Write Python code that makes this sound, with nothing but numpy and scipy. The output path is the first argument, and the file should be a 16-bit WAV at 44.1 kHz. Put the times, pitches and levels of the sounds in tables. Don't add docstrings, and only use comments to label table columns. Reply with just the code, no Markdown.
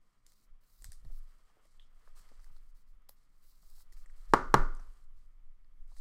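import sys
import numpy as np
from scipy import signal
from scipy.fft import rfft, irfft
from scipy.io import wavfile

SR = 44100
rng = np.random.default_rng(int(sys.argv[2]) if len(sys.argv) > 2 else 0)


def boost_factor(decibels):
    exponent = np.asarray(decibels, float) / 20
    return 10 ** exponent


def pcm_store(signal):
    levels = np.round(np.clip(np.atleast_2d(signal), -1, 1) * 32767)
    wavfile.write(sys.argv[1], SR, levels.astype(np.int16).T)


N = 264820


def rms_one(x):
    return x / np.sqrt(np.mean(x ** 2) + 1e-20)


def in_time(rows):
    s, *columns = np.transpose(rows)
    return [np.interp(np.arange(N) / SR, s, c) for c in columns]


def at_hz(points, hz):
    table_hz, values = np.transpose(points)
    return np.interp(np.log(hz), np.log(table_hz), values)


def coloured(x, spectrum):
    hz = np.maximum(np.arange(len(x) // 2 + 1) * SR / len(x), 1)
    return rms_one(irfft(rfft(x) * boost_factor(at_hz(spectrum, hz)), len(x)))


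def drift(rate):
    points = rng.standard_normal(1000)
    return np.interp(np.arange(N) / SR * rate, np.arange(1000), points)


def ring(clicks, hz, t60):
    r, w = boost_factor(-60 / (t60 * SR)), 2 * np.pi * hz / SR
    return signal.lfilter([0, np.sin(w)], [1, -2 * r * np.cos(w), r * r], clicks + 1e-18)


def add(track, s, sound):
    i = round(s * SR)
    track[i:i + len(sound)] += sound[:N - i]


def dying(size, t60):
    return boost_factor(-60 * np.arange(size) / SR / t60)


def smoothing(x, t60):
    keep = boost_factor(-60 / (t60 * SR))
    return signal.lfilter([1 - keep], [1, -keep], x)


# (time [s], peak [dB], crack [dB], low thump [dB], bare push [dB])
KNOCKS = [
    (4.3362, -7, -21.5, -24.5, -8),
    (4.5414, -7, -17.5, -4, -8.5),
]
# (frequency [Hz], level [dB], t60 [s])
BLOW_MODES = [(132, -11.5, 0.18), (203, -17, 0.11), (467, -15.5, 0.042), (640, -9, 0.026),
              (923, 5.5, 0.01726), (1110, 8.5, 0.011), (1350, 6.5, 0.02), (1960, -17, 0.027)]
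# (frequency [Hz], level [dB], t60 [s])
EDGE_MODES = [(2933, -4, .012), (4060, -2.5, 0.0072), (5500, -2.5, 0.01), (7013, -5, 0.0084),
              (8200, -2.5, 0.0035), (9620, -5, 0.0091), (10800, -9.5, 0.0031), (12830, -8, .008),
              (14363, -9, .008), (15500, -13.5, .007)]
# (frequency [Hz], density [dB per Hz])
RATTLE_COLOUR = [(2500, -24), (3000, -7.5), (4500, -2), (7000, -9), (10000, -9.5), (16000, -20.5)]
# (frequency [Hz], level [dB], t60 [s])
TABLE_MODES = [(253, -9, 0.41), (280.7, -11.5, .25), (373.6, -3.5, 0.27), (425, -11, .4), (471, -7.5, .15),
               (535, -12.5, 0.52), (624, -15, 0.36), (698, -7, 0.22), (806, -7, 0.2), (800, -9, 0.18),
               (856, -5, .25), (962, -1, .2), (1017, -1.5, 0.13), (1079, -2, .25), (1158, -6, 0.26),
               (1188, -2, 0.4), (1240, -6.5, 0.19), (1326, -10, 0.36), (1423, -3.5, 0.46), (1492, -8, 0.42),
               (1554, -11.5, 0.1), (1726, -11, .2), (1774, -11.5, .3), (1836, -15.5, 0.23),
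               (1900, -15, 0.14), (2030, -12.5, .2), (2123, -20, 0.43)]
# (delay [s], level [dB])
ECHOES = [
    (.00142, -1),
    (.0039, -4.5),
    (.0077, -6),
]
REBOUND_S, REBOUND_DB = .0012, 4
KNOCK_ROOM_DB = -24


def knocks():
    out, size = np.zeros(N), int(SR * .8)
    tail = room_tail(ROOM_COLOUR)
    travel = rng.integers(0, SR // 200, len(TABLE_MODES))
    for s, peak_db, crack_db, thump_db, bare_db in KNOCKS:
        push = np.zeros(size)
        push[:12] = -np.hanning(12) / 4.17

        click = signal.lfilter(rng.uniform(0.52, 1, 3) * [1, .7, .5], [1], np.arange(size) == 4)
        edge = np.zeros(size)
        for k, (hz, db, t60) in enumerate(EDGE_MODES):
            edge += (-1) ** k * boost_factor(db - 5.5) * ring(click, hz, t60)
        rattle = boost_factor(-21) * coloured(rng.standard_normal(size), RATTLE_COLOUR) * dying(size, 0.04)
        crack = (edge + rattle) * boost_factor(crack_db)

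        blow = np.zeros(size)
        for hz, db, t60 in BLOW_MODES:
            low_db = thump_db + 12.5 if hz < 300 else 0
            blow += boost_factor(db + low_db) * ring(push, hz, t60)
        blow = signal.lfilter(*signal.iirnotch(2480, 3.0, fs=SR), blow)

        bare = -boost_factor(bare_db) * np.pad(np.hanning(30), (2, size - 32))
        near = 0.165 * blow + 0.2 * crack + bare
        slap = boost_factor(REBOUND_DB) * np.roll(crack, round(REBOUND_S * SR))
        sound = near + 1.1 * (crack + slap)
        for delay, echo_db in ECHOES:
            lag = round(delay * SR)
            sound[lag:] -= boost_factor(echo_db) * near[:-lag]

        strengths_db = rng.normal(0, 0.65, len(TABLE_MODES))
        table = np.zeros(size)
        for (hz, db, t60), extra_db, lag in zip(TABLE_MODES, strengths_db, travel):
            table += boost_factor(db + extra_db) * ring(np.roll(push, lag), hz, min(t60, .4))
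        sound += boost_factor(-27.5) * (1 - dying(size, .04)) * table

        no_bass = signal.butter(2, 90, "high", fs=SR, output="sos")
        sound = signal.sosfilt(no_bass[[0, 0]], sound)
        add(out, s, boost_factor(peak_db) * sound)
        add(out, s, boost_factor(peak_db + KNOCK_ROOM_DB) * tail)
    return out


# (frequency [Hz], t60 [s])
ROOM_T60 = [(100, 0.4), (260, 0.36), (420, 0.33), (700, 0.32), (1300, 0.34), (2000, 0.31), (4800, 0.34),
            (8000, 0.36), (13000, .14)]
# (frequency [Hz], density [dB per Hz])
ROOM_COLOUR = [(60, -32.5), (110, -12.5), (190, -13.5), (390, -10), (700, -15.5), (1050, -5), (1300, -5.5),
               (1650, -15.5), (2000, -20.5), (2450, -31), (3400, -36), (4300, -33), (7000, -40.5),
               (16000, -56.5)]
LATE_DB, LATE_STRETCH = -23.5, 2.7


def room_tail(colour):
    size, out = int(SR * .8), 0
    noise = [coloured(white, colour) for white in rng.standard_normal((2, size))]
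    for k, hz in enumerate(80 * 2 ** np.arange(0, 7.7, 1 / 3)):
        third = signal.butter(2, [hz * .89, hz * 1.12], "band", fs=SR, output="sos")
        band = signal.sosfilt(third, noise[k % 2])
        t60 = at_hz(ROOM_T60, hz)
        out = out + band * (dying(size, t60) + boost_factor(LATE_DB) * dying(size, t60 * LATE_STRETCH))
    out = out / np.sqrt(np.mean(out[:SR // 50] ** 2))
    return out * (1 - dying(size, 0.022))


# (time [s], peak [dB], centre [Hz], dull part [dB], broad part [dB])
TICKS = [(.2647, -48.5, 7260, -20, -0.5), (.32, -70.5, 4630, 1, 14), (.8215, -43, 8300, -13.5, -10),
         (.8432, -39.5, 7900, -6.5, 2), (.8524, -46, 7940, -23, -6), (.919, -39.5, 8800, -12, -3),
         (1.6537, -67, 7860, 5, 4), (1.7966, -46.5, 3320, -15, -26), (2.4432, -60.5, 5170, 4, 4.5),
         (2.317, -69, 5500, -10, -6), (2.3945, -67, 5200, -4, -3), (.8585, -57, 4330, -25, -10),
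         (.866, -61, 4300, -25, -13), (3.02, -72, 12920, -22, -1), (3.9012, -70, 4930, -15, -2),
         (3.9246, -57.5, 7550, -8, 3), (3.9331, -61, 5500, -13, 3), (3.9825, -65, 6800, -8, 1),
         (3.357, -69, 13300, -27, -20), (4.7491, -52.5, 8200, -3, -2), (5.6456, -67, 4500, 1, -17.5)]
# (time [s], peak [dB], centre [Hz], dull part [dB], broad part [dB])
CRINKLES = [(.9286, -53, 5300, -11, -4), (1.048, -65.5, 4200, -2, -0.5), (2.2885, -60, 4540, -7, -5),
            (2.3996, -64.5, 5400, -7, -7), (2.5636, -60, 4220, -20, -8), (4.0594, -61, 7800, 4, -9),
            (4.061, -71, 5740, -12, -18), (4.0977, -74, 5800, 14, -8), (4.1, -69, 7800, -10, -12),
            (3.922, -64, 5500, 1.5, -5), (.6117, -79, 8300, -15, -9), (.6361, -71, 4490, -15, -5),
            (1.115, -77.5, 3220, -7, 8), (4.768, -61, 5860, -6, -13), (4.7955, -58, 5855, -10, -13),
            (5.877, -70.5, 8400, -12, -5), (5.9663, -63, 8400, -0.5, -5)]
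# (time [s], peak [dB], centre [Hz], dull part [dB], broad part [dB])
PING = [
    (1.813, -67.5, 3400, -35, -31),
]
# (time [s], peak [dB], centre [Hz], dull part [dB], broad part [dB])
SNAP = [
    (3.0886, -59, 3180, -22, 6),
    (3.0915, -61, 12000, -25, -9),
    (3.0921, -39.5, 11900, -31, -6),
    (3.0926, -40, 14700, -27, -10.5),
    (3.1065, -61, 12500, -25, -6),
]
# (frequency [Hz], density [dB per Hz])
TICK_COLOUR = [(1500, -17), (2100, -6), (2700, -16), (3400, -6), (4000, -3.5), (4900, 0.5), (6300, -2.5),
               (8500, -3), (11000, -5.5), (15500, -13), (17000, -10)]
TICK_T60_S, CRINKLE_T60_S, PING_T60_S, SNAP_T60_S = 0.012, 0.032, .23, 0.012
TICK_ROOM_DB, SNAP_ROOM_DB = -16, -20.5


def ticks(rows, t60, room_db=TICK_ROOM_DB):
    out, size = np.zeros(N), SR // 4
    for s, peak_db, hz, dull_db, broad_db in rows:
        white = rng.standard_normal((3, size))
        own_pitch = [(hz * .65, -40), (hz * .86, -8), (hz, 0), (hz * 1.15, -8), (hz * 1.5, -40)]
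        narrow = boost_factor(-3) * coloured(white[0], own_pitch)
        bright = narrow + boost_factor(broad_db) * coloured(white[1], TICK_COLOUR)
        dull = boost_factor(dull_db) * coloured(white[2], [(900, 5), (1400, 10), (2000, 24), (2500, -29)])
        wash = boost_factor(room_db) * np.roll(bright, size // 2) * dying(size, 0.16) * (1 - dying(size, 0.056))
        burst = (bright + dull) * dying(size, t60) + wash
        add(out, s, boost_factor(peak_db - 3.5) * burst * (1 - dying(size, 0.0022)))
    return out


# (start [s], end [s], loudest [dB], top octave [dB])
PULLS = [
    (.604, .831, -73.5, 12),
    (1.927, 2.081, -77.5, 2),
    (3.28, 3.428, -85, 9),
    (3.421, 3.498, -71, 12.5),
    (3.697, 3.821, -66, 9.5),
    (5.883, 5.962, -71.5, -22),
]
# (start [s], end [s], loudest [dB], top octave [dB])
SLIPS = [(.282, .337, -70, 5), (.349, .451, -75.5, 8), (.927, 1.006, -74, -14), (1.03, 1.1, -80, -17),
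         (1.198, 1.608, -80.5, 1), (1.796, 1.872, -80.5, -12), (2.152, 2.221, -65, 0),
         (2.228, 2.404, -75.5, -14), (2.411, 2.5, -75.5, 7), (2.744, 2.82, -77, 8), (2.864, 2.915, -83, 10),
         (3.156, 3.26, -79, -16), (3.5, 3.608, -74.5, 6), (3.919, 3.937, -63.5, 6),
         (3.961, 4.042, -72.5, 6), (4.795, 4.812, -67.5, -24), (4.943, 5.044, -78.5, -14),
         (5.161, 5.262, -81.5, -14), (5.962, 5.994, -64, 1)]
# (start [s], end [s], loudest [dB], top octave [dB])
GLIDES = [(.001, .265, -91, -9), (.85, .91, -75.5, -9), (1.106, 1.192, -75.5, 11.5),
          (1.61, 1.775, -80.5, -25), (1.878, 1.93, -91, 10), (2.084, 2.158, -83, -10),
          (2.51, 2.581, -78, 5), (2.593, 2.704, -85, 7), (3.611, 3.702, -73, 8.5), (3.83, 3.915, -98, -4),
          (4.07, 4.149, -82, -10), (4.155, 4.261, -75, 2), (4.28, 4.335, -73, -4), (4.69, 4.938, -79.5, -6)]
# (frequency [Hz], density [dB per Hz])
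FILM_COLOUR = [(1500, -41.5), (2500, -17.5), (3450, -13), (3950, -2.5), (4700, -1), (5900, -5), (6900, -5),
               (8200, -2.5), (10000, -9), (16000, -15)]
# (frequency [Hz], density [dB per Hz])
FILM_TOP_COLOUR = [(8000, -40.5), (10000, -5.5), (12000, -6.5), (15000, -1), (16000, 0.5), (17000, -13.5)]
PULL_RISE_DB, SLIP_FALL_DB, RESTING_DB = 9.0, 7.0, -96.5
PATCH_EDGES_HZ, PATCH_DB = [5200, 7800, 11000], 1.65


def swishes():
    level = np.full(N, boost_factor(RESTING_DB))
    top = np.full(N, boost_factor(RESTING_DB - 13.5))
    kinds = [(PULLS, -PULL_RISE_DB, 0), (SLIPS, 0, -SLIP_FALL_DB), (GLIDES, 0, 0)]
    for rows, start_db, end_db in kinds:
        for start, end, db, top_db in rows:
            stroke = boost_factor(db + np.linspace(start_db, end_db, round((end - start) * SR)))
            add(level, start, stroke)
            add(top, start, stroke * boost_factor(top_db - 9.5))
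    faded = smoothing([level, top], .06) + 0.22 * smoothing([level, top], .3)
    level, top = faded * boost_factor(1.0 * drift(70) + 0.6 * drift(25) - 3.5)

    creases = (rng.random(N) < 250 / SR) * boost_factor(2.3 * np.minimum(rng.exponential(1, N), 3))
    grain = 1 + .6 * signal.lfilter([1], [1, -.97], creases)
    white = rng.standard_normal((2, N)) * grain
    hiss = coloured(white[0], FILM_COLOUR)
    below = [0]
    for hz in PATCH_EDGES_HZ:
        below.append(signal.sosfilt(signal.butter(2, hz, fs=SR, output="sos"), hiss))
    below.append(hiss)
    patchy = sum((upper - lower) * boost_factor(PATCH_DB * drift(22)) for lower, upper in zip(below, below[1:]))
    return level * patchy + top * coloured(white[1], FILM_TOP_COLOUR)


# (time [s], level [dB])
RUB_LEVEL = [(0.0, -86.5), (0.79, -84.5), (0.94, -81.5), (1.6, -78.5), (1.79, -83), (2.2, -74), (2.54, -79),
             (2.75, -84.5), (3.62, -84.5), (4.15, -78), (4.7, -75.5), (4.95, -77.5), (5.06, -84.5),
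             (5.428, -88), (6.0, -85.5)]
# (frequency [Hz], density [dB per Hz])
RUB_COLOUR = [(250, -27), (450, -5.5), (850, -10), (1050, -4.5), (1250, -1), (1500, -8), (2000, -8.5),
              (2500, -14.5), (3300, -12.5), (4500, -34.5)]


def rubbing():
    rub_db, = in_time(RUB_LEVEL)
    return coloured(rng.standard_normal(N), RUB_COLOUR) * boost_factor(rub_db + 2.1 * drift(40))


# (time [s], peak [dB], centre [Hz], t60 [s])
TAPS = [(.82, -68, 553, 0.14), (.851, -63, 1100, 0.091), (.8432, -58, 1900, 0.013), (.9192, -64, 1900, .02),
        (1.052, -65, 207, 0.065), (1.025, -71, 396.4, 0.03), (1.05, -63, 780, 0.036),
        (1.1, -62.5, 520, 0.068), (1.5, -66, 1180, 0.022), (1.569, -62, 580, 0.19),
        (1.653, -67, 452, 0.037), (2.075, -54.5, 1030, 0.031), (2.0755, -60, 625, 0.041),
        (2.195, -61, 2000, .03), (2.29, -65, 2150, .04), (2.196, -64.5, 1510, 0.03), (2.155, -70, 900, .03),
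        (2.29, -64, 1350, .04), (2.394, -62, 1250, .04), (2.465, -62.5, 1160, .04), (2.565, -66, 1300, .04),
        (2.315, -62.5, 383, 0.054), (2.316, -62, 720, .03), (2.501, -66, 1130, 0.03),
        (2.563, -71, 537, 0.032), (3.0927, -54, 880, 0.04), (3.093, -69, 343, 0.036),
        (3.63, -66.5, 990, 0.068), (3.781, -65.5, 1020, 0.049), (3.805, -61.5, 1500, 0.035),
        (3.922, -71, 613, 0.03), (4.098, -74, 1730, 0.032), (3.97, -61, 1920, 0.36),
        (4.795, -50.5, 1190, 0.16), (5.917, -61.5, 820, 0.073), (5.965, -65, 1097, 0.05)]
# (time [s], peak [dB], centre [Hz], t60 [s])
THUMPS = [(.855, -59, 107, 0.049), (.885, -48, 65, 0.019), (1.045, -56, 127, 0.12),
          (1.058, -51.5, 92, 0.12), (1.11, -67, 198, 0.16), (2.2, -66, 128, 0.044), (2.31, -71, 147, 0.22),
          (2.5, -64.5, 106, 0.051), (2.95, -87, 71.5, 0.12), (3.1, -70.5, 70, 0.1), (3.62, -71, 118, 0.088),
          (4.8, -63.5, 136, 0.14), (.2, -79, 230, 1), (.4, -74, 230, 0.25), (3.3, -77, 196, 0.11)]
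CONTACT_SHARE = 0.49


def soft_hits(rows):
    out, size = np.zeros(N), SR // 4
    for s, peak_db, hz, t60 in rows:
        band = signal.butter(3, [hz * 0.55, hz * 1.4], "band", fs=SR, output="sos")
        puff = rng.standard_normal(size) * dying(size, t60) * (1 - dying(size, 2.5 / hz))
        scuff = puff / np.sqrt(np.sum(puff ** 2))
        contact = np.arange(size) == 0
        body = signal.sosfilt(band, (1 - CONTACT_SHARE) * scuff + CONTACT_SHARE * contact)
        add(out, s, boost_factor(peak_db) * body / np.abs(body).max())
    return out


# (time [s], level [dB])
LOAD = [(0, -63), (.6, -60), (1.0, -58), (1.5, -59.5), (2.0, -55.5), (2.7, -46), (3.1, -60), (3.7, -51),
        (4.2, -43), (5.0, -47), (5.6, -49), (6.0, -44)]
# (time [s], sway [dB], rumble [dB])
PUSHES = [(0.506, -52, -62), (0.865, -60, -47), (0.914, -41, -73), (0.993, -45, -81), (1.065, -38.5, -44.5),
          (1.101, -31, -54), (1.819, -60, -67.5), (2.389, -50.5, -56.5), (2.67, -46, -70),
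          (2.939, -67, -55), (3.679, -60.5, -67), (3.943, -44.5, -55), (4.192, -41, -64),
          (4.34, -37.5, -45), (4.384, -31.5, -49.5), (4.551, -35.5, -38.5), (4.588, -19.5, -38),
          (4.901, -66, -55), (5.171, -41, -53), (5.79, -64, -61), (5.931, -46, -59), (5.988, -40.5, -56)]
# (frequency [Hz], density [dB per Hz])
STIR_COLOUR = [(3, -22), (6, -5), (15, 4), (20, -1.5), (30, -24.5), (60, -77)]
# (frequency [Hz], density [dB per Hz])
RUMBLE_COLOUR = [(15, -21.5), (26, 8.5), (40, -2.5), (60, -24.5), (90, -26.5), (140, -33.5), (250, -61.5)]
SWAY_HZ, SWAY_T60_S, PUSH_S = 18.9, .72, .025
BOUNCE_HZ, BOUNCE_T60_S, BOUNCE_DB = 26.5, 0.28, 3
RUMBLE_UNDER_LOAD_DB, RUMBLE_RISE_DB_PER_S, RUMBLE_FALL_DB_PER_S = -16, 198, 161


def stand():
    load_db, = in_time(LOAD)
    t, kicks = np.arange(N) / SR, np.zeros((2, N))
    lumps = boost_factor(load_db + RUMBLE_UNDER_LOAD_DB)
    for s, sway_db, rumble_db in PUSHES:
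        kicks[:, round(s * SR)] = np.sqrt(2) * boost_factor(sway_db), boost_factor(rumble_db + BOUNCE_DB)
        away_db = np.maximum(RUMBLE_RISE_DB_PER_S * (s - t), RUMBLE_FALL_DB_PER_S * (t - s))
        lumps = lumps + boost_factor(rumble_db - away_db)
    soft = np.hanning(round(PUSH_S * SR))
    shove, jolt = signal.fftconvolve(kicks, soft[None] / soft.sum(), "same")
    sway = ring(shove, SWAY_HZ, SWAY_T60_S) + ring(jolt, BOUNCE_HZ, BOUNCE_T60_S)
    stir = boost_factor(load_db) * coloured(rng.standard_normal(N), STIR_COLOUR)
    rumble = lumps * boost_factor(0.77 * drift(21)) * coloured(rng.standard_normal(N), RUMBLE_COLOUR)
    return sway + stir + rumble * (1 - dying(N, .15))


# (frequency [Hz], density [dB per Hz])
HUM_COLOUR = [(40, -15.5), (65, -6), (90, -9.5), (140, -13.5), (215, -14.5), (330, -20), (430, -29),
              (900, -28), (1220, -22.5), (1600, -33), (2200, -27), (2700, -41), (5000, -39), (16400, -52)]
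HUM_DB = -81


def hum():
    return boost_factor(HUM_DB) * coloured(rng.standard_normal(N), HUM_COLOUR)


def scene():
    creases = ticks(TICKS, TICK_T60_S) + ticks(CRINKLES, CRINKLE_T60_S)
    holder = ticks(PING, PING_T60_S) + ticks(SNAP, SNAP_T60_S, SNAP_ROOM_DB)
    hands = creases + holder + soft_hits(TAPS) + soft_hits(THUMPS) + swishes() + rubbing()
    return (knocks() + hands + stand() + hum())[None]


def band_limit(x):
    return signal.sosfilt(signal.butter(12, 16540, fs=SR, output="sos"), x)


def record(dry):
    low_pass = signal.cheby2(8, 50, 16950, fs=SR, output="sos")
    mix = signal.sosfilt(low_pass, dry)
    return band_limit(mix)


dry = scene()
out = record(dry)
pcm_store(out)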